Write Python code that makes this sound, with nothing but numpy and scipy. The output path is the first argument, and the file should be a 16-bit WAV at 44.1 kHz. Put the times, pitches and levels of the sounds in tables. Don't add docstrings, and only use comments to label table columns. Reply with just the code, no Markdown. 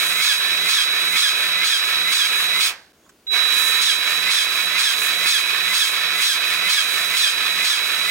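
import sys
import numpy as np
from scipy import signal
from scipy.fft import rfft, irfft
from scipy.io import wavfile
from scipy.ndimage import uniform_filter1d

SR = 44100
rng = np.random.default_rng(int(sys.argv[2]) if len(sys.argv) > 2 else 0)


def wav_out(sig):
    wavfile.write(sys.argv[1], SR, np.round(np.clip(np.atleast_2d(sig).T, -1, 1) * 32767).astype(np.int16))


def gain_from_db(level_db):
    decades = np.asarray(level_db, float) / 20
    return 10 ** decades


N = 357210
T = np.arange(N) / SR
HZ = np.fft.rfftfreq(N, 1 / SR)
START_S = 3.274


def evened(x):
    return x / np.sqrt(np.mean(x ** 2) + 1e-20)


def read(points):
    f, value = np.transpose(points)
    return np.interp(np.log(HZ + 1), np.log(f + 1), value)


def over_time(points):
    return np.interp(T, *np.transpose(points))


def curve(tables, column, rest):
    out = np.full(N, float(rest))
    for rows in map(np.array, tables):
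        inside = (T >= rows[0, 0]) & (T <= rows[-1, 0])
        out = np.where(inside, np.interp(T, rows[:, 0], rows[:, column]), out)
    return out


def wander(hz):
    steps = T[::30]
    lowpass = np.exp(-(np.fft.rfftfreq(len(steps), steps[1]) / hz) ** 2)
    slow = rfft(rng.standard_normal(len(steps))) * lowpass
    return np.interp(T, steps, evened(irfft(slow, len(steps))))


def room_hum(share):
    # (frequency [Hz], level [dB])
    room = [(18, -37), (30, -17.5), (75, -10), (124, -17), (165, -12.5), (355, -9.5), (499, -16),
            (616, -16), (913, -19.5), (6380, -27.5), (16000, -33)]
    noise = rfft(rng.standard_normal((3, N)))
    pair = np.sqrt(share) * noise[0] + np.sqrt(1 - share) * noise[1:]
    return evened(irfft(pair * gain_from_db(read(room)), N))


def birds():
    # (time [s], pitch [Hz], level [dB])
    phrases = [
        [(2.94, 6500, -80), (3.0, 6500, -68), (3.07, 6850, -66), (3.12, 6600, -74), (3.2, 6200, -76)],
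        [(3.02, 3390, -75), (3.045, 3350, -59), (3.07, 3370, -67)],
        [(3.18, 4800, -79), (3.21, 4450, -68), (3.24, 4150, -74)],
    ]
    out = np.zeros(N)
    for rows in phrases:
        pitch = curve([rows], 1, 0) * (1 + .012 * wander(200))
        level_db = curve([rows], 2, -140) + 2.7 * wander(40)
        out += gain_from_db(level_db) * np.sin(2 * np.pi * np.cumsum(pitch) / SR)
    return out


def ticks():
    # (time [s], level [dB], centre [Hz], half width [Hz])
    tick_table = [
        (3.061, -51, 1200, 350),
        (3.0935, -50, 1400, 600),
        (3.0945, -52, 3200, 1500),
        (3.092, -45, 6900, 1900),
        (3.0935, -54, 12400, 3300),
        (3.269, -40, 2500, 1500),
        (3.269, -46, 5500, 3900),
        (3.312, -41, 420, 120),
        (3.33, -33.5, 742, 92.3),
    ]
    out, after = np.zeros(N), T[:8000]
    for s, db, hz, width in tick_table:
        shape = np.exp(-((np.fft.rfftfreq(len(after), 1 / SR) - hz) / width) ** 4)
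        band = evened(irfft(rfft(rng.standard_normal(len(after))) * shape))
        ring = np.clip(after / 0.00089, 0, 1) * np.exp(-8 * np.sqrt(width) * after / 2)
        out[round(s * SR):][:len(after)] += gain_from_db(db) * band * ring
    return out


def trigger():
    stop_s, coast_db_per_s, ring_db, ring_db_per_s = 2.7, 420, -33, 133
    catch_s, catch_db = 0.076, -54
    surge_db, surge_s = 0.5, 2.2
    off, on = np.maximum(T - stop_s, 0), T - START_S
    catching_db = catch_db * np.clip(1 - on / catch_s, 0, 1) ** 2
    starting_db = catching_db + surge_db * np.exp(-abs(on) / surge_s)
    coasting_db = np.maximum(-coast_db_per_s * off, -120)
    ring = np.minimum(off / 0.014, 1) * gain_from_db(ring_db - ring_db_per_s * off)
    return np.where(on > 0, starting_db, coasting_db), ring


def shop_ring(ring):
    # (frequency [Hz], level [dB])
    shop = [(290, -40), (500, -8), (575, -8), (838, -7), (1380, -6), (1570, 1), (2740, -9), (4050, -4.5),
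            (14000, -33)]
    spectrum = rfft(rng.standard_normal((3, N))) * gain_from_db(read(shop)) * (HZ > 400)
    return ring * evened(irfft(spectrum, N))


def whine(load):
    # (time [s], level [dB], left minus right [dB])
    whine_runs = [
        [(0.0, -34.5, -5.5), (0.6, -33, -7.5), (1.7, -33.5, -6.5), (2.61, -32.5, -7), (2.72, -52, -1)],
        [(3.268, -45, -3), (3.285, -36, -7), (3.33, -28, -21), (3.4, -28, -17), (3.48, -28.5, -38),
         (4.13, -33.5, -30), (4.55, -35, -23), (5.01, -34.5, -24), (5.48, -35, -17), (6.12, -35.5, -11.5),
         (7.44, -35, -16), (8.1, -35, -13)],
    ]
    # (time [s], frequency [Hz])
    switching = [(0, 3909.6), (2.7, 3909.6), (3.3, 3907.4), (8.1, 3906.6)]
    # (multiple of the tone [1], level [dB])
    overtones = [(2, -67), (3, -55), (4, -58)]
    turns = 2 * np.pi * np.cumsum(over_time(switching)) / SR
    dip_db = -2 * load
    level_db = curve(whine_runs, 1, -120) + 16.5 + dip_db + .7 * wander(40)
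    gain = uniform_filter1d(gain_from_db(level_db), 150)
    narrow = (T > 3.275) * gain_from_db(-25 * np.maximum(T - 3.33, 0))
    upper = narrow * sum(gain_from_db(db) * np.sin(k * turns) for k, db in overtones)
    left = gain_from_db(curve(whine_runs, 2, 0)) * np.sin(turns + 2.75)
    return gain * np.array([left, np.sin(turns)]) + upper


def pump():
    # (time [s], length [s], push [dB])
    strokes = [(-.275, .15, 0), (0.21, 0.14, -2), (0.684, 0.16, -2.5), (1.158, 0.15, -1.5),
               (1.637, 0.15, -2.5), (2.114, 0.16, -2.9), (2.597, 0.089, -0.2), (3.807, 0.14, -1.5),
               (4.301, 0.14, -2.3), (4.779, .15, -2.5), (5.261, 0.14, -1.7), (5.733, 0.14, -2),
               (6.209, 0.14, -2), (6.686, 0.14, -1.5), (7.161, 0.15, -2), (7.64, 0.13, -2.5)]
    # (time [s], shaft speed [Hz])
    spin_up = [(3.28, 20), (3.35, 84), (3.6, 146), (3.72, 151), (3.81, 152)]
    # (time [s], speed factor [1])
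    pace = [(0, 1.012), (2.7, 1.005), (3.81, .985), (4.3, .99), (4.78, 1), (8.1, .995)]
    # (time since stroke [s], level [dB])
    play = [(0, 2), (.03, -2.5), (.1, -6), (.15, -2.5), (.18, -3.5), (.22, -0.16), (.3, 1.74), (.4, -2.5),
            (.48, 1.34)]
    top_hz, low_hz = 173, 123
    sag_s, climb_s, turn_s, climb_bend = .125, .16, .48, .75
    bite_s = 0.0075
    start, length, push_db = np.transpose(strokes)
    last = np.searchsorted(start, T, "right") - 1
    since = T - start[last]
    freed = since - length[last]
    load = np.clip(since / 0.012, 0, 1) * np.clip((0.041 - freed) / 0.055, 0, 1)
    sagging = (1 + np.cos(np.pi * np.minimum(since / sag_s, 1) ** .92)) / 2
    climbing = np.clip((since - climb_s) / (turn_s - climb_s), 0, 1) ** climb_bend
    shaft = (low_hz + (top_hz - low_hz) * (sagging + climbing)) * over_time(pace)
    spinning_up = (T > 2.9) & (T < start[7])
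    shaft = np.where(spinning_up, over_time(spin_up), shaft)
    bite = sum(np.exp(-((T - s) / bite_s) ** 2) for s in start)
    return freed, load, gain_from_db(push_db[last]), np.interp(since, *np.transpose(play)), bite, shaft


def housing(x, points):
    # (frequency [Hz], width [Hz], gain [dB])
    modes = [(1303, 52, 4), (1525, 66, 1.5), (1740, 296, 5), (2034, 42, 5), (2244, 80, 11),
             (2500, 141, 11.5), (3302, 64, 5.5), (3480, 31, 6.5), (3790, 30, 0.5), (4750, 120, 5.5),
             (4200, 300, 2), (5170, 440, 4), (6700, 30, 7.5), (7500, 100, 1.5), (8300, 40, 0.5),
             (9100, 120, 4), (10100, 100, -2.5)]
    ring_db = sum(db / (1 + (2 * (HZ - hz) / width) ** 2) for hz, width, db in modes)
    return irfft(rfft(x) * gain_from_db(read(points) + ring_db), N)


def grit(points, per_s, spread_db):
    hits = (rng.random((3, N)) < per_s / SR) * rng.standard_normal((3, N))
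    return evened(housing(hits * gain_from_db(spread_db * wander(300)), points))


def gear_rumble(level_db, load):
    # (frequency [Hz], level [dB])
    rumble = [(50, -49), (110, -26), (200, -9), (400, 0), (560, -1), (720, 2.5), (900, -15.5),
              (1100, -24.5)]
    return gain_from_db(-42.5 - 6 * load + .65 * level_db) * grit(rumble, 3000, 0.54)


def gear_fizz(level_db, play_db):
    # (frequency [Hz], level [dB])
    fizz = [(3500, -32), (5000, -5.5), (6500, 5), (9000, 3), (12000, 2), (14000, 0), (15000, -0.5),
            (15800, 0)]
    lag_db = -5 * (T > START_S) * np.exp(-abs(T - START_S - 0.076) / 0.11)
    gain_db = -30.5 + 1.18 * level_db + lag_db + 0.66 * play_db + 1.7 * wander(4)
    return gain_from_db(gain_db) * grit(fizz, 16000, 0.77)


def gear_rattle(level_db, play_db, bite, load):
    # (frequency [Hz], level [dB])
    rattle = [(600, -18.5), (850, -2), (1000, 7), (1300, 11), (2000, 9), (2800, 10.5), (3800, 14),
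              (4300, 7.5), (6000, 1), (8000, -26)]
    mesh_db = .5 * play_db + bite + load
    uneven_db = 0.73 * wander(42) + 0.26 * wander(10.7)
    return gain_from_db(-22.5 + level_db + mesh_db + uneven_db) * grit(rattle, 9000, 1.02)


def gear_grind(freed, load, push, running):
    # (frequency [Hz], level [dB])
    grind = [(2300, -17.5), (2900, 3.5), (3300, 14), (4400, 9), (6000, 6.5), (8000, 4.5), (10400, 2.5),
             (11300, -7.5), (13500, -6.5), (15500, -4)]
    sag = gain_from_db(-20 * np.clip(freed + 0.16, 0, .15))
    return gain_from_db(-18.5) * load * push * sag * running * grit(grind, 15000, 0.77)


def tooth_orders(freed, load, push, shaft):
    orders = [1, 4.95, 12, 13, 26, 30, 39]
    # (running free [dB], under load [dB], loss per decade of slower running [dB])
    order_levels = [(-47.5, -61, 40), (-55, -52.5, 30), (-24.5, -48, 230), (-65, -32, 30), (-52, -19, 30),
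                    (-46, -62, 60), (-64, -30.5, 30)]
    # (frequency [Hz], level [dB])
    tooth_spectrum = [(110, -24), (140, -9), (172, 0), (615, 6), (680, -5), (1600, 4), (1780, 2),
                      (1900, -11), (2080, -5.5), (2250, -1), (3300, -1), (3800, 1), (4450, -5), (5700, 2),
                      (6300, -12)]
    turns = 2 * np.pi * np.cumsum(shaft) / SR
    bearing = load * push * np.clip((.01 - freed) / 0.044, .15, 1)
    teeth = np.zeros(N)
    for k, (free_db, load_db, slow_db) in zip(orders, order_levels):
        swell_db = slow_db * np.log10(shaft / 170) * (1 - load) + 1.8 * wander(60)
        gain = gain_from_db(swell_db) * ((1 - load) ** 3 * gain_from_db(free_db) + bearing * gain_from_db(load_db))
        teeth += gain * np.sin(k * turns + (.35 + k / 50) * wander(45))
    return housing(teeth, tooth_spectrum)


def plunger_knock(freed, running):
    after = np.maximum(freed - .025, 0) * (running > .5)
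    low = gain_from_db(-55 - 60 * after / .3) * np.sin(2 * np.pi * 76 * after)
    high = gain_from_db(-30.5 - 60 * after / 0.029) * np.sin(2 * np.pi * 1050 * after)
    return low + high


def echoed(x):
    return np.array([x, np.roll(x, 170), np.roll(x, 290)])


def ports(x, share, reach=1):
    # (frequency [Hz], lead [rad])
    lead = [(900, 0), (2100, .4), (2900, -1.5), (3800, -3.1), (5200, -5.0), (6500, -5.9), (8500, -6.4),
            (10000, -6.9), (12000, -5.4), (15000, -6.2)]
    # (frequency [Hz], left minus right [dB])
    balance = [(450, 0), (700, -1.5), (1300, -4.5), (2000, -6), (2350, -4), (2520, -10), (2900, -5),
               (4400, -2), (8100, -4), (14000, -7)]
    lean, z = read(balance) / 2, rfft(x)
    direct = np.sqrt(share) * np.array([np.exp(1j * reach * read(lead)), HZ ** 0])
    both = direct * z[0] + np.sqrt(1 - share) * z[1:]
    return irfft(both * gain_from_db(np.array([lean, -lean])), N)


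def scene():
    # (frequency [Hz], share of direct sound [1])
    direct_share = [(40, .92), (130, .996), (450, .996), (800, .8), (1500, .55), (2500, .7), (3200, .3),
                    (5300, .65), (8000, .35), (12000, .25), (15500, .5)]
    share = read(direct_share)
    near, reach = np.maximum(share, .92), np.interp(HZ, [4200, 4900], [.7, 1])
    freed, load, push, play_db, bite, shaft = pump()
    level_db, ring = trigger()
    running = np.clip(gain_from_db(level_db), 0, 1)
    working = load * running

    duck_db = 17 * working + running * (2 + 5.5 * wander(6))
    hum = gain_from_db(-57.0 - duck_db) * room_hum(share)
    small = ports(echoed(birds() + ticks()), near)
    noisy = shop_ring(ring) + gear_rumble(level_db, load) + gear_fizz(level_db, play_db)
    noisy = noisy + gear_rattle(level_db, play_db, bite, load) + gear_grind(freed, load, push, running)
    clear = running * tooth_orders(freed, load, push, shaft) + plunger_knock(freed, running)
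    return hum + small + whine(working) + ports(noisy, share) + ports(echoed(clear), near, reach)


def top_cut(x):
    return signal.sosfilt(signal.butter(12, 16400, fs=SR, output="sos"), x)


def record(dry):
    change_s, edge_hz = 2.927, 15860
    fade = np.clip(abs(T - change_s) / .005, .15, 1)
    limited = dry / (1 + (dry / .72) ** 8) ** (1 / 8) * fade
    band = (HZ < edge_hz) * HZ / np.hypot(HZ, 40)
    return top_cut(irfft(rfft(limited) * band, N))


dry = scene()
out = record(dry)
wav_out(out)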